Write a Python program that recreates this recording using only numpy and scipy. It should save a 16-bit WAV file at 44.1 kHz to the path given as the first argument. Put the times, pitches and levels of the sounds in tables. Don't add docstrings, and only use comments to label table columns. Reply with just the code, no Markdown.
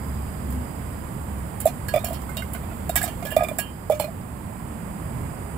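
import sys
import numpy as np
from scipy import signal
from scipy.fft import rfft, irfft, next_fast_len
from scipy.io import wavfile
from scipy.ndimage import uniform_filter1d

SR = 44100
rng = np.random.default_rng(int(sys.argv[2]) if len(sys.argv) > 2 else 0)


def wav_record(signal):
    frames = np.transpose(np.atleast_2d(signal))
    bounded = np.clip(frames, -1, 1)
    quanta = np.round(bounded * 32767).astype(np.int16)
    wavfile.write(sys.argv[1], SR, quanta)


def gain_from_db(level_db):
    decades = np.asarray(level_db, float) / 20
    return 10 ** decades


N = 245637

# (frequency [Hz], left minus right for far sound [dB],
# left minus right for near sound [dB], likeness of the ports [0..1])
PORT_SHADE = [(60.5, -2, -9, 1), (268, -3.5, -5, 0.82), (477, -7.5, -8, 1), (760, -11, -5.5, 0.069),
              (1250, -12, -18.5, 0.14), (2720, -13.5, -12.5, 0.29), (4280, -6, -12, 0.092),
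              (5500, -10.5, -9, 0.073), (6060, -26, -7, 0.12), (8000, -117, -51, .15),
              (11300, -72, -13, .1), (11800, -13.5, -10, .1), (15800, -9, -9, .15)]


def evened(x):
    return x / np.sqrt(np.mean(x ** 2) + 1e-20)


def smooth_noise(size, width):
    once = uniform_filter1d(rng.standard_normal(size), width)
    return evened(uniform_filter1d(once, width))


def read(points, hz, column=1):
    table = np.transpose(points)
    return np.interp(np.log(hz + 1), np.log(table[0] + 1), table[column])


def bump(hz, centre_hz, width_hz):
    return np.exp(-.5 * ((hz - centre_hz) / width_hz) ** 2)


def add(mix, s, sound):
    part = mix[:, round(s * SR):][:, :sound.shape[1]]
    part += sound[:, :part.shape[1]]


def blow(t60, rise, size=9000, grip=0.83):
    t = np.arange(size) / SR
    attack = np.sin(np.pi / 2 * np.minimum(t / max(rise, 1e-4), 1)) ** 2
    decay = gain_from_db(-60 * (t / max(t60, .004)) ** grip)
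    return t, attack * decay


def ring(modes, db, damping=0.9, scatter_db=5.5, rise=0.00052, detune=0.):
    fingers = 1.44
    out = 0
    for (hz, mode_db, t60), (luck, left, right) in zip(modes, rng.standard_normal((len(modes), 3))):
        t, shape = blow(t60 * damping, rise, grip=fingers)
        phase = np.array([[left], [right]])
        wave = np.sin(2 * np.pi * hz * (1 + detune * left) * t + phase)
        out = out + gain_from_db(db + mode_db + scatter_db * luck) * shape * wave
    return out


def whistle(s, db, hz, wobble):
    t = np.arange(N) / SR
    drift = smooth_noise(N, 1500)
    turns = np.cumsum(np.interp(t, s, hz) * (1 + wobble * drift)) / SR
    return turns, np.sqrt(2) * gain_from_db(np.interp(t, s, db, -150, -150))


def outdoors():
    # (time [s], traffic [dB], hiss [dB], thin insect band [dB], leaf rustle [dB])
    air = [(0, -33, -51.5, -58.5, -54), (1.5, -33.5, -52.5, -65, -52), (3.5, -33.5, -50.5, -66, -57),
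           (3.75, -37, -55.5, -65, -57), (4.5, -35, -54.5, -68, -55), (5.2, -32.5, -53, -62.5, -50.5),
           (5.57, -33.5, -54, -65, -50.5)]
    # (frequency [Hz], level [dB per Hz])
    traffic = [(12, -51), (20, -33), (53, -10.5), (72, -3.5), (141, -8.5), (172, -8), (219, -8.5),
               (250, -13.5), (365, -18.5), (498, -20.5), (544, -19), (1030, -20), (1480, -27.5),
               (1920, -29), (4000, -45.5), (5200, -81), (8800, -120)]
    # (frequency [Hz], level [dB per Hz])
    hiss = [(1470, -33), (2500, 15), (3140, -1), (3940, -8.5), (4570, -7.5), (4950, -8.5), (5700, -14.5),
            (6460, -13.5), (7210, 3), (8110, 4), (8770, -2), (12000, 2), (13600, -2.5), (15100, 1),
            (16300, -15)]
    left_lag_s = 0.00039
    frames, hz = N // 512 + 6, np.fft.rfftfreq(2048, 1 / SR)
    a, b, c, d, patches = rng.standard_normal((frames, 1025, 5)).T
    patches = uniform_filter1d(patches, 14, 0)
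    patches = evened(uniform_filter1d(patches, 8, 1))

    s, traffic_db, hiss_db, insect_db, leaf_db = np.transpose(air)
    t = np.arange(frames) * 512 / SR
    low = (hz < 3000)[:, None]
    power = gain_from_db(2 * (read(traffic, hz)[:, None] + np.interp(t, s, traffic_db) + 27.5)) * low
    power += gain_from_db(2 * (read(hiss, hz)[:, None] + np.interp(t, s, hiss_db) + 8.5)) * ~low
    power += gain_from_db(2 * (np.interp(t, s, insect_db) + 19.5)) * bump(hz, 4905, 79)[:, None]
    power += gain_from_db(2 * (np.interp(t, s, leaf_db) + 11.5)) * bump(hz, 8870, 910)[:, None]

    right, left_only = a + 1j * b, c + 1j * d
    same = np.clip(read(PORT_SHADE, hz, column=3), 0, 1)[:, None]
    shade = gain_from_db(read(PORT_SHADE, hz)) * np.exp(-2j * np.pi * hz * left_lag_s)
    left = shade[:, None] * (same * right + np.sqrt(1 - same ** 2) * left_only)
    spectra = np.array([left, right]) * np.sqrt(power) * gain_from_db(0.45 * patches - 26.5)
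    return signal.istft(spectra, nperseg=2048, noverlap=1536)[1][:, :N]


def engines():
    # (time [s], level at the top of a beat [dB])
    drone = [(0, -29), (.6, -28), (.95, -34.5), (1.4, -31.5), (1.8, -38.5), (2.5, -33.5), (2.95, -35),
             (3.3, -44), (3.95, -38.5)]
    drone_hz, beat_hz, beat_top_s, beat_depth = 70.1, 2.53, 0.15, 1
    s, db = np.transpose(drone)
    turns, level = whistle(s, db - 0.5, np.full(len(s), drone_hz), wobble=0.037)
    t = np.arange(N) / SR
    second = beat_depth * np.exp(2j * np.pi * beat_hz * (t - beat_top_s))
    beat = abs(1 + second) / (1 + beat_depth)
    wave = np.sin(2 * np.pi * turns - np.array([[.3], [0]]))
    return beat * level * wave * gain_from_db(np.array([[-.8], [.8]]))


def rubbed_lid():
    # (time [s], level [dB], pitch [Hz])
    hollow = [
        (.5, -60, 250),
        (.54, -36, 253),
        (.62, -38, 249),
        (.67, -60, 246),
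    ]
    turns, level = whistle(*np.transpose(hollow), wobble=0.0051)
    return level * np.sin(2 * np.pi * turns) * gain_from_db(np.array([[4], [-3]]))


def base_thuds():
    # (time [s], level [dB], pitch [Hz], t60 [s])
    thuds = [(3.898, -12.5, 462, 0.059), (3.898, -11, 790, 0.06), (3.998, -11, 895, 0.036),
             (3.997, -24, 450, 0.034), (4.006, -23, 820, 0.11)]
    out = np.zeros((2, N))
    for s, db, hz, t60 in thuds:
        t, shape = blow(t60, rise=0.0012)
        add(out, s, gain_from_db(db) * shape * np.sin(2 * np.pi * hz * t) * np.ones((2, 1)))
    return out


def fingernails():
    # (time [s], peak level [dB], pitch [Hz], t60 [s])
    taps = [(2.2915, -32, 1320, 0.04), (2.293, -33.5, 1514, 0.11), (2.4214, -24.5, 1505, 0.06),
            (2.5486, -28, 1484, 0.064), (2.5628, -30, 1500, 0.027), (2.7132, -37.5, 1410, 0.069),
            (3.9976, -21, 2250, 0.015)]
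    out = np.zeros((2, N))
    for s, db, hz, t60 in taps:
        handle = [(hz, 0, .6 * t60), (.75 * hz, -8, .4 * t60), (1.4 * hz, -8, t60)]
        add(out, s, ring(handle, db + 2.0, scatter_db=-2, rise=0.00032))
    return out


def mug():
    # (time [s], peak level [dB], wall pitch as set by the grip [Hz], rim overtones [dB])
    knocks = [(1.657, -1, 634, -54), (1.665, -14, 636, -60), (1.66, -32, 725, -42), (1.673, -11, 688, -39),
              (1.94, -5.5, 634, -30), (1.961, -7, 622, -32), (1.968, -10.5, 633, -42),
              (1.977, -13, 647, -32.5), (2.041, -18.5, 670, -39), (2.107, -18.5, 646, -60),
              (2.895, -12.5, 680, -45), (3.038, -16.5, 716, -40), (3.067, -27, 700, -50),
              (3.078, -24, 660, -45), (3.086, -23, 690, -45), (3.366, -0.5, 633, -27),
              (3.377, -17, 614, -33.5), (3.387, -16, 686, -33.5), (3.408, -9, 685, -34),
              (3.422, -8.5, 654, -47), (3.435, -12.5, 645, -33), (3.448, -22, 675, -36),
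              (3.487, -22, 650, -35.5), (3.514, -17, 613, -59), (3.588, -18, 680, -34.5),
              (3.8995, -7, 612, -42), (3.909, -17, 609, -44), (3.92, -13, 602, -39), (3.932, -21, 622, -44),
              (3.997, -14.5, 590, -54), (4.007, -21, 617, -41), (4.078, -28, 640, -60),
              (4.087, -29, 650, -60)]
    # (time [s], peak level [dB], wall pitch [Hz])
    rocks = [(1.688, -31, 713), (1.95, -17, 643), (2.064, -30, 690), (2.086, -31.5, 700),
             (2.124, -29.5, 670), (2.369, -34, 634), (2.392, -33, 665), (2.55, -33, 677), (2.635, -36, 675),
             (2.72, -34.5, 664), (2.958, -23.5, 704), (3.013, -32, 704), (3.226, -29, 697),
             (3.252, -28.5, 575), (3.261, -31, 640), (3.323, -27, 630), (4.019, -27, 598),
             (4.043, -24, 610)]
    # (frequency [Hz], level [dB], t60 [s])
    rim = [(1220, -0.5, 0.069), (1994, -2.5, 0.031), (2314, -5, 0.1), (2410, 0.5, 0.075),
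           (3525, -5.5, 0.048), (4870, -14.5, .06)]
    wall_t60_s, wall_rise_s = 0.031, 0.006
    rock_t60_s, rock_rise_s, rock_rim_db = 0.052, 0.0019, -14.5
    let_go_s, free_ring = 3.8, 1.54
    hand = 1.94
    out = np.zeros((2, N))
    hard = [(*row, wall_t60_s, wall_rise_s) for row in knocks]
    light = [(s, db, hz, db + rock_rim_db, rock_t60_s, rock_rise_s) for s, db, hz in rocks]
    for s, db, hz, rim_db, t60, rise in hard + light:
        freedom = free_ring if s > let_go_s else 1
        t, shape = blow(0.73 * t60 * freedom, rise, grip=hand)
        wall = np.sin(2 * np.pi * hz * t - np.array([[.3], [0]]))
        add(out, s - .002, gain_from_db(db + 2.5) * shape * wall)
        add(out, s - .002, ring(rim, rim_db + 2.0, scatter_db=-2.5, rise=.002, detune=.012))
    return out


def chatter():
    # (time [s], peak level [dB], middle relative [dB], bounce relative [dB])
    hits = [(0.5033, -25, -4, -6), (1.6023, -14.5, -4, -6.5), (1.6544, -11, -4, -3.5), (1.884, -16, 2, -15),
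            (2.0445, -11, -3, -18), (2.369, -17, 4, -20), (2.534, -17.5, -12, -20), (2.8933, -13.5, 1, -22),
            (2.9562, -5, -5, -14), (2.9614, -4.5, 1, -12), (3.0137, -16, -3, -9), (3.028, -11, -3, 1.5),
            (3.2266, -26.5, 7, -22), (3.305, -21, -16, 1), (3.364, -12.5, 5, -8), (3.4352, -18, 1, -19),
            (3.485, -19.5, 2, -19), (3.5855, -8, -8, -5), (3.898, -21.5, 0, -3), (3.9972, -12.5, 3.5, -6.5)]
    # (time [s], peak level [dB], middle relative [dB])
    scrapes = [(0.523, -27, 0), (1.6744, -21.5, 10), (1.9375, -22, 6), (1.959, -21.5, 7),
               (2.0667, -23.5, 7), (1.99, -33, 10), (2.0847, -27, 0), (2.1, -29, 4), (2.1303, -21.5, 1),
               (2.1444, -31, 10), (2.2169, -31, 4.5), (2.2927, -30, 3), (2.3895, -30, 6), (2.42, -30, 4),
               (2.5494, -29, 6.5), (2.975, -16, 12), (2.9914, -27, 6), (3.058, -26.5, 11),
               (3.077, -23.5, 8), (3.251, -23, 0), (3.2577, -30, 12), (3.2677, -26, 6), (3.2844, -38, -10),
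               (3.3174, -28, -4), (3.9097, -29, 10), (3.9197, -26.5, 8), (3.945, -30, 10),
               (3.9924, -27, -9), (4.0214, -26.5, 9), (4.0428, -30, 6)]
    # (frequency [Hz], width [Hz], level [dB])
    glints = [(7470, 20, 12), (7800, 90, 1.5), (8660, 60, 8), (9755, 50, 6), (9927, 40, 12), (10360, 70, 9),
              (10990, 60, 6), (11600, 76, 6), (12630, 80, 6), (13090, 90, 6), (14740, 60, 7),
              (14400, 90, -1)]
    strike_t60_s, strike_lower_db = 0.078, -7.5
    bounce_s, bounce_middle_db = 0.011, -3
    scrape_t60_s, scrape_lower_db = 0.13, -7.5
    in_mug_s = 1.5
    out, hz = np.zeros((2, N)), np.fft.rfftfreq(8192, 1 / SR)
    contacts = []
    for s, db, middle_db, less_db in hits:
        contacts.append((s, db, strike_t60_s, strike_lower_db, middle_db))
        contacts.append((s + bounce_s, db + less_db, strike_t60_s, strike_lower_db, bounce_middle_db))
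    for s, db, middle_db in scrapes:
        contacts.append((s, db, scrape_t60_s, scrape_lower_db, middle_db))

    depth_db = read([(5000, 5), (8000, 4.5)], hz)
    for s, db, t60, lower_db, middle_db in contacts:
        shared, own = rng.standard_normal((2, 8192))
        lumps = smooth_noise(len(hz), 9)
        struck = rng.uniform(0.23, 1.27, len(glints)) * (s > in_mug_s)
        glints_db = sum(k * peak_db * bump(hz, f, width) for k, (f, width, peak_db) in zip(struck, glints))
        colour = [(500, middle_db - 11), (1300, middle_db - 6.5), (2500, middle_db - 7.5),
                  (5500, middle_db - 13.0), (6250, middle_db - 14),
                  (7300, lower_db + 10.0), (9800, lower_db + 4.5), (11500, 1), (15200, 0.5), (17000, -6)]
        noise = np.array([0.16 * shared + 1.2 * own, shared])
        burst = irfft(rfft(noise) * gain_from_db(read(colour, hz) + depth_db * lumps + glints_db))
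        shape = blow(t60, rise=0.0007, size=8192)[1]
        add(out, s, gain_from_db(db - 7) * burst * shape)
    return out


def spoon():
    # (time [s], stem [dB], bowl [dB], neck [dB], tip [dB])
    clinks = [(1.6063, -46, -48, -50, -52), (1.8856, -25, -42, -46, -38), (1.939, -36, -47, -55, -60),
              (2.046, -32.5, -39, -48, -42), (2.14, -41, -46, -44, -46), (2.3698, -40, -36, -27, -39),
              (2.5335, -46, -49, -54, -55), (2.894, -40, -56, -58, -47), (2.9575, -20, -34, -49, -33),
              (2.972, -26, -60, -46, -45), (2.986, -27, -60, -60, -60), (3.0152, -40, -47, -55, -40),
              (3.041, -34, -45, -49, -39), (3.078, -44, -43, -50, -52), (3.252, -40, -48, -60, -45),
              (3.305, -40, -42, -58, -61), (3.3136, -45, -50, -52, -50), (3.396, -29.5, -56, -54, -52),
              (3.5876, -20, -40, -45, -40), (3.998, -41, -56, -63, -46)]
    # (frequency [Hz], level [dB], t60 [s])
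    families = [
        [(1655, -2, .135), (1690, -16, .1), (1912, -14, .07)],
        [(2420, -6, .2), (2620, -9, .2), (2807, -5, .2), (2930, -8, .18), (3027, -6, .22), (3075, -3, .18),
         (3215, -7, .22)],
        [(3690, -10, .15), (3766, -3, .15)],
        [(4370, -1, .11), (4810, -7, .13), (5020, -8, .13), (5507, -5, .12)],
    ]
    # (time [s], level [dB], frequency [Hz], t60 [s])
    pings = [(1.884, -42, 4360, 0.14), (1.99, -43, 3750, 0.15), (2.046, -33, 5500, 0.047),
             (3.587, -29, 9927, .12), (3.587, -29, 7413, .08), (2.7, -43, 2600, .05),
             (2.894, -34, 2700, 0.026), (2.962, -25, 2290, 0.1), (2.957, -27, 3585, 0.11),
             (2.974, -29, 3640, 0.05), (2.958, -23, 1940, 0.07), (2.958, -32, 3080, .1),
             (2.958, -34, 5500, .08), (2.975, -35, 5500, .05), (3.016, -21, 1680, .035),
             (3.024, -27, 2056, .09), (3.04, -36, 1270, .15), (3.066, -32, 1600, .03),
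             (3.095, -34, 1750, .04), (3.255, -36, 3250, .03), (3.264, -30, 1690, .17),
             (3.316, -24, 1717, .055), (3.305, -36, 2810, .2), (3.305, -38, 3031, .2),
             (3.305, -41, 3214, .2), (3.366, -27, 1233, .08), (3.392, -29, 1233, .14),
             (3.365, -31, 3488, .07), (3.446, -27, 2400, .032), (3.485, -32, 2390, .07),
             (3.485, -37, 3500, .06), (3.588, -38, 2810, .25), (3.596, -41, 4371, .1),
             (3.93, -24, 608, .18), (3.916, -33, 2309, .16), (3.918, -34, 3450, .04),
             (3.92, -35, 1254, .14), (4.022, -34, 2450, .04), (4.003, -42, 3550, .14),
             (1.962, -32, 3520, .06), (2.957, -32, 1260, 0.18), (3.03, -29.5, 1800, 0.11),
             (3.035, -35, 3720, .12), (2.898, -33, 3720, 0.07), (1.668, -32, 3540, 0.066),
             (1.604, -41, 2150, 0.11), (3.587, -36, 5480, .06), (3.588, -43, 3070, 0.42),
             (3.588, -44, 2420, 0.5), (3.225, -36, 2150, 0.045), (4., -35, 5100, 0.039),
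             (3.998, -36, 4220, 0.13), (4.043, -43, 4200, .05)]
    pinched, loose = .75, 1.4
    loose_s = 3.5
    out = np.zeros((2, N))
    for s, *levels_db in clinks:
        dampings = [pinched, loose if s > loose_s else pinched, pinched, pinched]
        for modes, db, damping in zip(families, levels_db, dampings):
            add(out, s, ring(modes, db + 0.5, damping, scatter_db=-2.0))
    for s, db, hz, t60 in pings:
        add(out, s, ring([(hz, db, t60)], 0, scatter_db=0))
    return out


def clutter(x):
    shape = blow(0.14, rise=0.0039, size=6000)[1]
    signs = rng.choice([-1., 1.], (2, 6000))
    echoes = signs * (rng.random((2, 6000)) < .08) * shape
    echoes /= np.linalg.norm(echoes, axis=1, keepdims=True)
    return gain_from_db(-8.5) * signal.oaconvolve(x, echoes, axes=1)[:, :N]


def housing(near):
    size = next_fast_len(N)
    shade = gain_from_db(read(PORT_SHADE, np.fft.rfftfreq(size, 1 / SR), column=2))
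    left = irfft(rfft(near[0], size) * shade, size)[:N]
    return np.array([left, near[1]])


def scene():
    far = outdoors() + engines() + rubbed_lid()
    knocks = base_thuds() + fingernails() + mug()
    grit, rings = chatter(), spoon()
    scattered = clutter(rings + grit)
    flutter_db = 1.5 * smooth_noise(N, 200) - .5
    near = knocks + rings * gain_from_db(flutter_db) + grit + scattered
    return housing(near) + far


def low_pass(x):
    return signal.sosfilt(signal.butter(12, 16980, fs=SR, output="sos"), x)


def record(dry):
    edge_hz = 15750
    lowpass = signal.firwin(255, edge_hz, window=("kaiser", 8), fs=SR)
    limited = signal.oaconvolve(dry, lowpass[None], "same")
    return low_pass(limited)


dry = scene()
out = record(dry)
wav_record(out)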